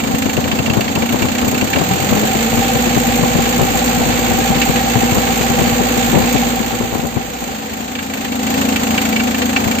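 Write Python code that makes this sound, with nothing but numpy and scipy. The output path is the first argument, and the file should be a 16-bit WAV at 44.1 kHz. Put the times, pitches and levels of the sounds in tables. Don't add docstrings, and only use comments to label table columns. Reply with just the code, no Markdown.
import sys
import numpy as np
from scipy import signal
from scipy.fft import rfft, irfft
from scipy.io import wavfile
from scipy.ndimage import uniform_filter1d, map_coordinates

SR = 44100
rng = np.random.default_rng(int(sys.argv[2]) if len(sys.argv) > 2 else 0)


def volts(x):
    e = np.asarray(x, float) / 20
    return 10 ** e


def wav_record(signal):
    frames = np.transpose(np.atleast_2d(signal))
    bounded = np.clip(frames, -1, 1)
    quanta = np.round(bounded * 32767).astype(np.int16)
    wavfile.write(sys.argv[1], SR, quanta)


N = 432180
TIME, HZ = np.arange(N) / SR, np.fft.rfftfreq(N, 1 / SR)


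def evened(x):
    return x / np.sqrt(np.mean(x ** 2) + 1e-20)


def read(points, hz):
    f, value = np.transpose(points)
    return np.interp(np.log(hz + 1), np.log(f + 1), value)


def curve(rows):
    return np.interp(TIME, *np.transpose(rows))


def add(mix, s, shape):
    part = mix[round(s * SR):][:len(shape)]
    part += shape[:len(part)]


def swell(since, rise_s, fall_s):
    return (1 - np.exp(-since / rise_s)) * np.exp(-since / fall_s)


def gust_shape(samples, peak_s):
    u = np.arange(samples) / SR / peak_s
    return u * np.exp(1 - u)


def ring(x, hz, width):
    r = np.exp(-np.pi * width / SR)
    return signal.lfilter([1 - r, 0, r - 1], [1, -2 * r * np.cos(2 * np.pi * hz / SR), r * r], x)


def slow(hz):
    coarse = TIME[::128]
    drift = map_coordinates(rng.standard_normal(2000), [coarse * hz * 2 + 5], order=3)
    return np.interp(TIME, coarse, evened(drift))


def noise(spectrum):
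    a, b = rng.standard_normal((2, 2, len(HZ))) * np.sqrt(N / 2)
    return irfft((a + 1j * b) * volts(read(spectrum, HZ)), N)


# time in seconds, level in dB.
FADER = [
    (0.0, 0),
    (6.35, -0.5),
    (6.55, -4),
    (7.0, -9),
    (7.3, -10.5),
    (7.85, -8),
    (8.42, -2),
    (8.5, 2),
    (9.8, 0.5),
]


def fader_db():
    return curve(FADER)


def level_db(idle_db, speed_db, fast):
    return idle_db + (speed_db - idle_db) * fast ** 0.32 + fader_db()


# peak in seconds, peak level in dB, length in seconds.
GUSTS = [(0.04, -14.5, 0.016), (0.455, -9.5, 0.014), (0.673, -14, 0.023), (0.764, -3, 0.013),
         (0.969, -13, 0.017), (1.11, -14, 0.013), (1.21, -12, 0.025), (1.47, -9, 0.011),
         (1.763, -12, 0.024), (2.111, -6.5, 0.039), (3.206, -10.5, 0.0094), (3.353, -3, 0.0084),
         (3.592, -1, 0.025), (3.705, -9, 0.0098), (4.009, -6, 0.01), (4.091, -12, 0.016),
         (4.308, -11, 0.028), (4.958, 3, 0.008), (5.152, -2.5, 0.021), (5.576, -5, 0.027),
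         (5.674, -9, 0.0038), (5.806, -8, 0.014), (6.13, -1.5, 0.037), (6.343, -4, 0.0095),
         (6.798, -14, 0.029), (6.948, -10.5, 0.028), (7.03, -14.5, 0.017), (7.165, -12, 0.017),
         (8.57, -14, 0.013), (9.66, -5.5, 0.016)]
# frequency in Hz, level in dB.
WIND = [(35, -44.5), (70, -6), (120, 0.5), (250, -2.5), (500, -8.5), (1000, -15.5), (2000, -32),
        (4000, -50.5)]


def buffeting(second):
    eddies_per_s, eddy_peak_s, eddy_db, spread_db = 9, 0.0089, -17, 2.5
    force = volts(-30 + 5.5 + 1.5 * slow(25))
    when, size = rng.random((2, 150))
    starts = (np.arange(len(when)) + 0.81 * when) / eddies_per_s
    extra_db = np.minimum(-spread_db * np.log(1 - size), 9)
    for s, db in zip(starts, extra_db):
        add(force, s, volts(eddy_db + db) * gust_shape(3000, eddy_peak_s))
    second_draught = volts(-42.5 + 7.5)
    force = force * np.sqrt(1 - second) + second_draught * np.sqrt(second)
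    force = force * volts(fader_db())
    for s, db, length in GUSTS:
        add(force, max(s - .004, 0), volts(db - 3) * gust_shape(6000, max(0.58 * length, .004)))
    eddies = evened(noise(WIND))
    eddies = evened(eddies * (1 + .5 * abs(eddies)))
    shelter_db = np.array([[0], [-14]])
    return force * eddies * volts(shelter_db + 3.26 * slow(90))


def crank(speed, start):
    rate = curve(speed)
    turns = np.cumsum(rate) / SR
    turns = turns - turns[round(speed[0][0] * SR)] + start + 400
    return turns, rate, np.clip((rate - 30) / 26, 0, 1)


def per_firing(turns):
    return rng.standard_normal(1200)[turns.astype(int)]


def roar_level(fast):
    return volts(level_db(-32, -28.5, fast))


def puff_level(turns, rate):
    return swell((turns % 1) / rate, 0.002, 0.018) * volts(1.8 * per_firing(turns))


def tick_level(turns, rate):
    late = np.maximum((turns % 1) / rate - 0.0012 * abs(per_firing(turns)), 0)
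    return swell(late, 0.0012, 0.0099) * volts(3.04 * per_firing(turns))


# frequency in Hz, level in dB per Hz.
ROAR = [(40, -54), (70, -23), (150, -22), (240, -12.5), (330, -20.5), (500, -17.5), (640, -20), (780, -15),
        (1000, -25), (2500, -29.5), (4700, -30), (7000, -28.5), (13000, -34.5), (16000, -24.5)]
PUFF = [(500, -47), (1000, -28.5), (2500, -21.5), (4700, -29.5), (7000, -29), (12000, -30.5),
        (16000, -34.5)]
TICK = [(2000, -38), (4000, -36), (7000, -22.5), (12000, -25.5), (16000, -18)]


def hiss(puff, tick, roar):
    puffs = 1.5 * puff * noise(PUFF)
    ticks = 1.2 * tick * noise(TICK)
    steady = roar * noise(ROAR) * volts(.8 * slow(20))
    return volts(40.5) * (puffs + ticks + steady)


# multiple of the blade rate, level in dB at speed.
FAN_LINES = [(1, -23.5), (2, -33.5)]


def fan(turns, fast):
    hum = np.zeros(N)
    if not fast.any():
        return hum
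    blades = 4.26 * turns + .035 * slow(3)
    flicker_db = (1.2 + 9 * (1 - fast)) * slow(7)
    sag_db = 55 * (1 - fast) ** 3 + 6 * (1 - fast)
    for k, db in FAN_LINES:
        hum += volts(db + 2.5 - k * sag_db + flicker_db) * np.cos(2 * np.pi * k * blades)
    return hum


# multiple of the firing rate, level in dB at speed.
WHINE = [(20, -41), (33, -42), (40, -40), (47, -42)]


def gear_whine(turns, fast):
    slip = turns + .003 * slow(8)
    return fast ** 2 * sum(volts(db) * np.cos(2 * np.pi * k * slip) for k, db in WHINE)


# multiple of the firing rate, level in dB at idle, level in dB at speed.
ORDER_LINES = [(1, -69, -31), (2, -42, -34), (3, -33.5, -33), (4, -46.5, -37)]


def firing_orders(turns, fast):
    tone = np.zeros(N)
    for k, idle_db, speed_db in ORDER_LINES:
        tone += volts((1 - fast) * idle_db + fast * speed_db) * np.cos(2 * np.pi * k * turns)
    return tone


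def drone(turns, rate, fast):
    hz, width = 243.8, 66
    orders = np.zeros(N)
    for k in range(6, 12):
        waver = volts(1.8 * slow(6))
        lift = waver / (1 + (2 * (k * rate - hz) / width) ** 4)
        orders += lift * np.cos(2 * np.pi * k * turns + np.pi / 2 * k * k + 0.34 * slow(5.6))
    return volts(-2.86 + level_db(-18.5, -18, fast) - 95 * fast) * orders


# frequency in Hz, width in Hz, level in dB, then the levels in dB
# of the four cylinders at idle and the levels in dB of the four at speed.
INTAKE = [
    (236.2, 84, -4, (-6, -4.5, -2.5, -7), (-4.5, -13.5, -12.5, -2)),
    (494.4, 31.3, -9, (2.5, -7, -7, -7), (-18.5, -10, 1.5, 5)),
    (775.6, 40.5, -3.5, (-4.5, -5.5, -6, -4), (-6, 6.5, -4.5, -3)),
]


def intake_thumps(turns, rate, fast):
    ahead = turns + .45 * fast
    valve = ahead.astype(int)
    opened = np.diff(valve, prepend=valve[0]) > 0
    since = (ahead % 1) / rate
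    thumps = np.zeros(N)
    for k, (hz, width, db, idle_db, speed_db) in enumerate(INTAKE):
        share_db = (1 - fast) * np.take(idle_db, valve % 4) + fast * np.take(speed_db, valve % 4)
        flutter = .015 * k * rng.standard_normal(N) * np.exp(-since / .007)
        drive = (opened + flutter) * volts(db + share_db + .9 * per_firing(turns))
        thumps += ring(ring(drive, hz, width), hz, width)
    return thumps * volts(level_db(-18.5, -18, fast) + 55.5)


KNOCK_BY_CYLINDER_DB = (-3.5, -8.5, -2, -8)


def combustion_blows(turns, rate, fast):
    burn = np.maximum((turns % 1) / rate - .0015 * abs(per_firing(turns)), 0)
    cylinder_db = np.take(KNOCK_BY_CYLINDER_DB, turns.astype(int) % 4)
    uneven_db = 2.3 * per_firing(turns)
    blow_db = cylinder_db + uneven_db + level_db(-30.5, -35.5, fast)
    return swell(burn, 0.002, 0.007) * volts(32 + blow_db)


# time in seconds, peak level in dB.
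KNOCKS = [(0.3666, -17), (0.4394, -21.5), (0.5137, -10.5), (0.5861, -15), (0.6589, -14.5), (0.6973, -10),
          (0.8081, -18), (0.8779, -15), (0.95, -13.5), (1.019, -15), (1.2214, -12), (1.284, -14),
          (1.3838, -11.5), (1.544, -15.5), (1.6097, -12.5), (1.7308, -5.5), (1.7584, -9), (4.6144, -1.5),
          (7.951, -17), (7.9868, -13), (8.134, -14), (8.2457, -18), (8.5404, -18), (8.7567, -11.5),
          (8.977, -8.5), (9.16, -7), (9.194, -13.5), (9.416, -10), (9.5608, -3.5), (9.7118, -21)]


def loud_knocks():
    blow, t = np.zeros(N), np.arange(1200) / SR
    for s, db in KNOCKS:
        add(blow, s, volts(db + 10.5) * swell(t, 0.0016, 0.0094))
    return blow


# frequency in Hz, width in Hz, level in dB.
BLOCK = [(1180, 55, -18.5), (1500, 250, -14), (1836, 300, -5), (2320, 81, 3), (2677, 190, 2),
         (3000, 83, -10.5), (3620, 34, -15.5), (4310, 650, -17)]


def block(blow):
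    rattle = blow * rng.standard_normal((2, N))
    tilt = volts(4 * slow(14))
    ringing = np.zeros((2, N))
    for hz, width, db in BLOCK:
        ringing += volts(db) * ring(rattle * tilt ** np.log2(hz / 2400), hz, width)
    return ringing


def engine(speed, start):
    turns, rate, fast = crank(speed, start)
    roar = roar_level(fast)
    lines = firing_orders(turns, fast) + fan(turns, fast) + gear_whine(turns, fast)
    tones = intake_thumps(turns, rate, fast) + volts(32.5) * roar * lines + drone(turns, rate, fast)
    puff = roar * puff_level(turns, rate)
    tick = roar * tick_level(turns, rate)
    return np.array([tones, puff, tick, combustion_blows(turns, rate, fast), roar])


# frequency in Hz, level in dB.
LEFT_DB = [(60, 0), (300, -2.5), (1200, 0.5), (2500, -4), (5500, -4), (15000, -10)]
# frequency in Hz, likeness from 0 to 1.
SAME = [(60, 0.96), (250, 0.97), (400, 0.35), (780, 0.66), (1500, 0.26), (2700, 0.05), (4000, 0.034),
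        (8000, .05)]


def ports(x, other):
    lead_s = 19 / SR
    same = np.clip(read(SAME, HZ), 0, 1)
    shared = same * rfft(x) * np.exp(2j * np.pi * HZ * lead_s)
    left = shared + np.sqrt(1 - same ** 2) * rfft(other)
    return np.array([irfft(left * volts(read(LEFT_DB, HZ)), N), x])


# time in seconds, firings per second.
SPEED_A = [(0.0, 27.1), (0.8, 27.39), (1.0, 28.28), (1.2, 31.41), (1.4, 30.72), (1.6, 30.58), (1.8, 38.23),
           (2.0, 45.37), (2.2, 49.54), (2.4, 53.1), (2.6, 55.65), (2.8, 56.76), (4.0, 57.09), (4.5, 56.44),
           (5.0, 56.69), (6.0, 56.85), (7.0, 56.31), (7.5, 57.24)]
SPEED_B = [(7.5, 27.36), (8.0, 27.25), (8.5, 27.2), (9.0, 27.39), (9.4, 27.2), (9.8, 27.45)]
# time in seconds, share of the second shot from 0 to 1.
FADE = [
    (6.45, 0.0),
    (6.7, 0.04),
    (7.2, 0.03),
    (7.6, 0.84),
    (8.0, 0.99),
    (8.3, 1),
]


def scene():
    second = np.clip(curve(FADE), 0, 1)
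    first_shot = np.sqrt(1 - second) * engine(SPEED_A, .06)
    second_shot = np.sqrt(second) * engine(SPEED_B, -.3)
    tones, puff, tick, blow, roar = first_shot + second_shot
    heard = ports(*(tones + hiss(puff, tick, roar) + block(blow + loud_knocks())))
    second_pan_db = (1.9, -0.7)
    return heard * volts(np.outer(second_pan_db, second)) + buffeting(second)


# lower edge in Hz, step in dB left, step in dB right.
STEPS = [(4730, -3.5, -6.5), (6250, 2.5, 8), (7710, 0, -8.5), (8610, -61.5, -58.5), (11573, 60, 60.5),
         (15300, -52, -52.5)]


def stepped_treble(x):
    steps_db = sum(np.outer(db, np.clip((HZ - hz) / 120 + .5, 0, 1)) for hz, *db in STEPS)
    return irfft(rfft(x) * volts(steps_db), N)


def holes(x):
    hz, _, z = signal.stft(x, SR, nperseg=1024, noverlap=512)
    power = (abs(z) ** 2).mean(0)
    power = uniform_filter1d(uniform_filter1d(power, size=4, axis=0), size=3, axis=1)
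    dull = ((hz > 4800) & (hz < 6100))[:, None]
    usual = (power * dull).sum(0) / dull.sum()
    weak = dull & (power < .68 * usual)
    weak = uniform_filter1d(1. * weak, size=3, axis=1) > .1
    return signal.istft(z * ~weak, SR, nperseg=1024, noverlap=512)[1][:, :N]


# time in seconds, peak level in dB, frequency in Hz.
FLICKERS = [(0.5462, -59, 10700), (0.6908, -49, 9000), (0.8664, -51, 9000), (1.1558, -43, 9160),
            (1.2795, -54, 9000), (1.4197, -49, 8900), (1.5434, -50, 9100), (1.6666, -51, 9100),
            (2.7102, -47, 9260), (6.1494, -58, 10900), (7.9493, -56, 10000), (8.1174, -51, 9100),
            (8.4637, -46, 9000), (8.5729, -42, 8960), (8.6223, -49, 9130), (8.738, -44, 9150),
            (8.9251, -50, 9210), (8.961, -39, 9250), (9.1376, -45, 9050), (9.1556, -49, 9900),
            (9.3741, -45, 9116), (9.4489, -50, 9000), (9.5153, -42, 8950), (9.5594, -56, 10600),
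            (9.623, -40, 9200)]


def flickers():
    out, window = np.zeros(N), np.hanning(1800)
    for s, db, hz in FLICKERS:
        grain = ring(ring(rng.standard_normal(len(window)), hz, 200), hz, 200)
        add(out, max(s - .01, 0), volts(db - 5.5) * evened(grain) * window)
    return out


def top_cut(x):
    return signal.sosfilt(signal.butter(12, 16510, fs=SR, output="sos"), x)


def record(dry):
    power_db = 10 * np.log10(abs(uniform_filter1d(dry ** 2, 900)) + 1e-12)
    excess_db = np.maximum(power_db + 9.5, 0)
    ducked = dry / volts(0.34 * uniform_filter1d(excess_db, 900))
    limited = 1.05 * np.tanh(ducked / 1.05)
    finished = holes(stepped_treble(limited)) + flickers()
    return top_cut(np.clip(finished, -1, 1))


dry = scene()
out = record(dry)
wav_record(out)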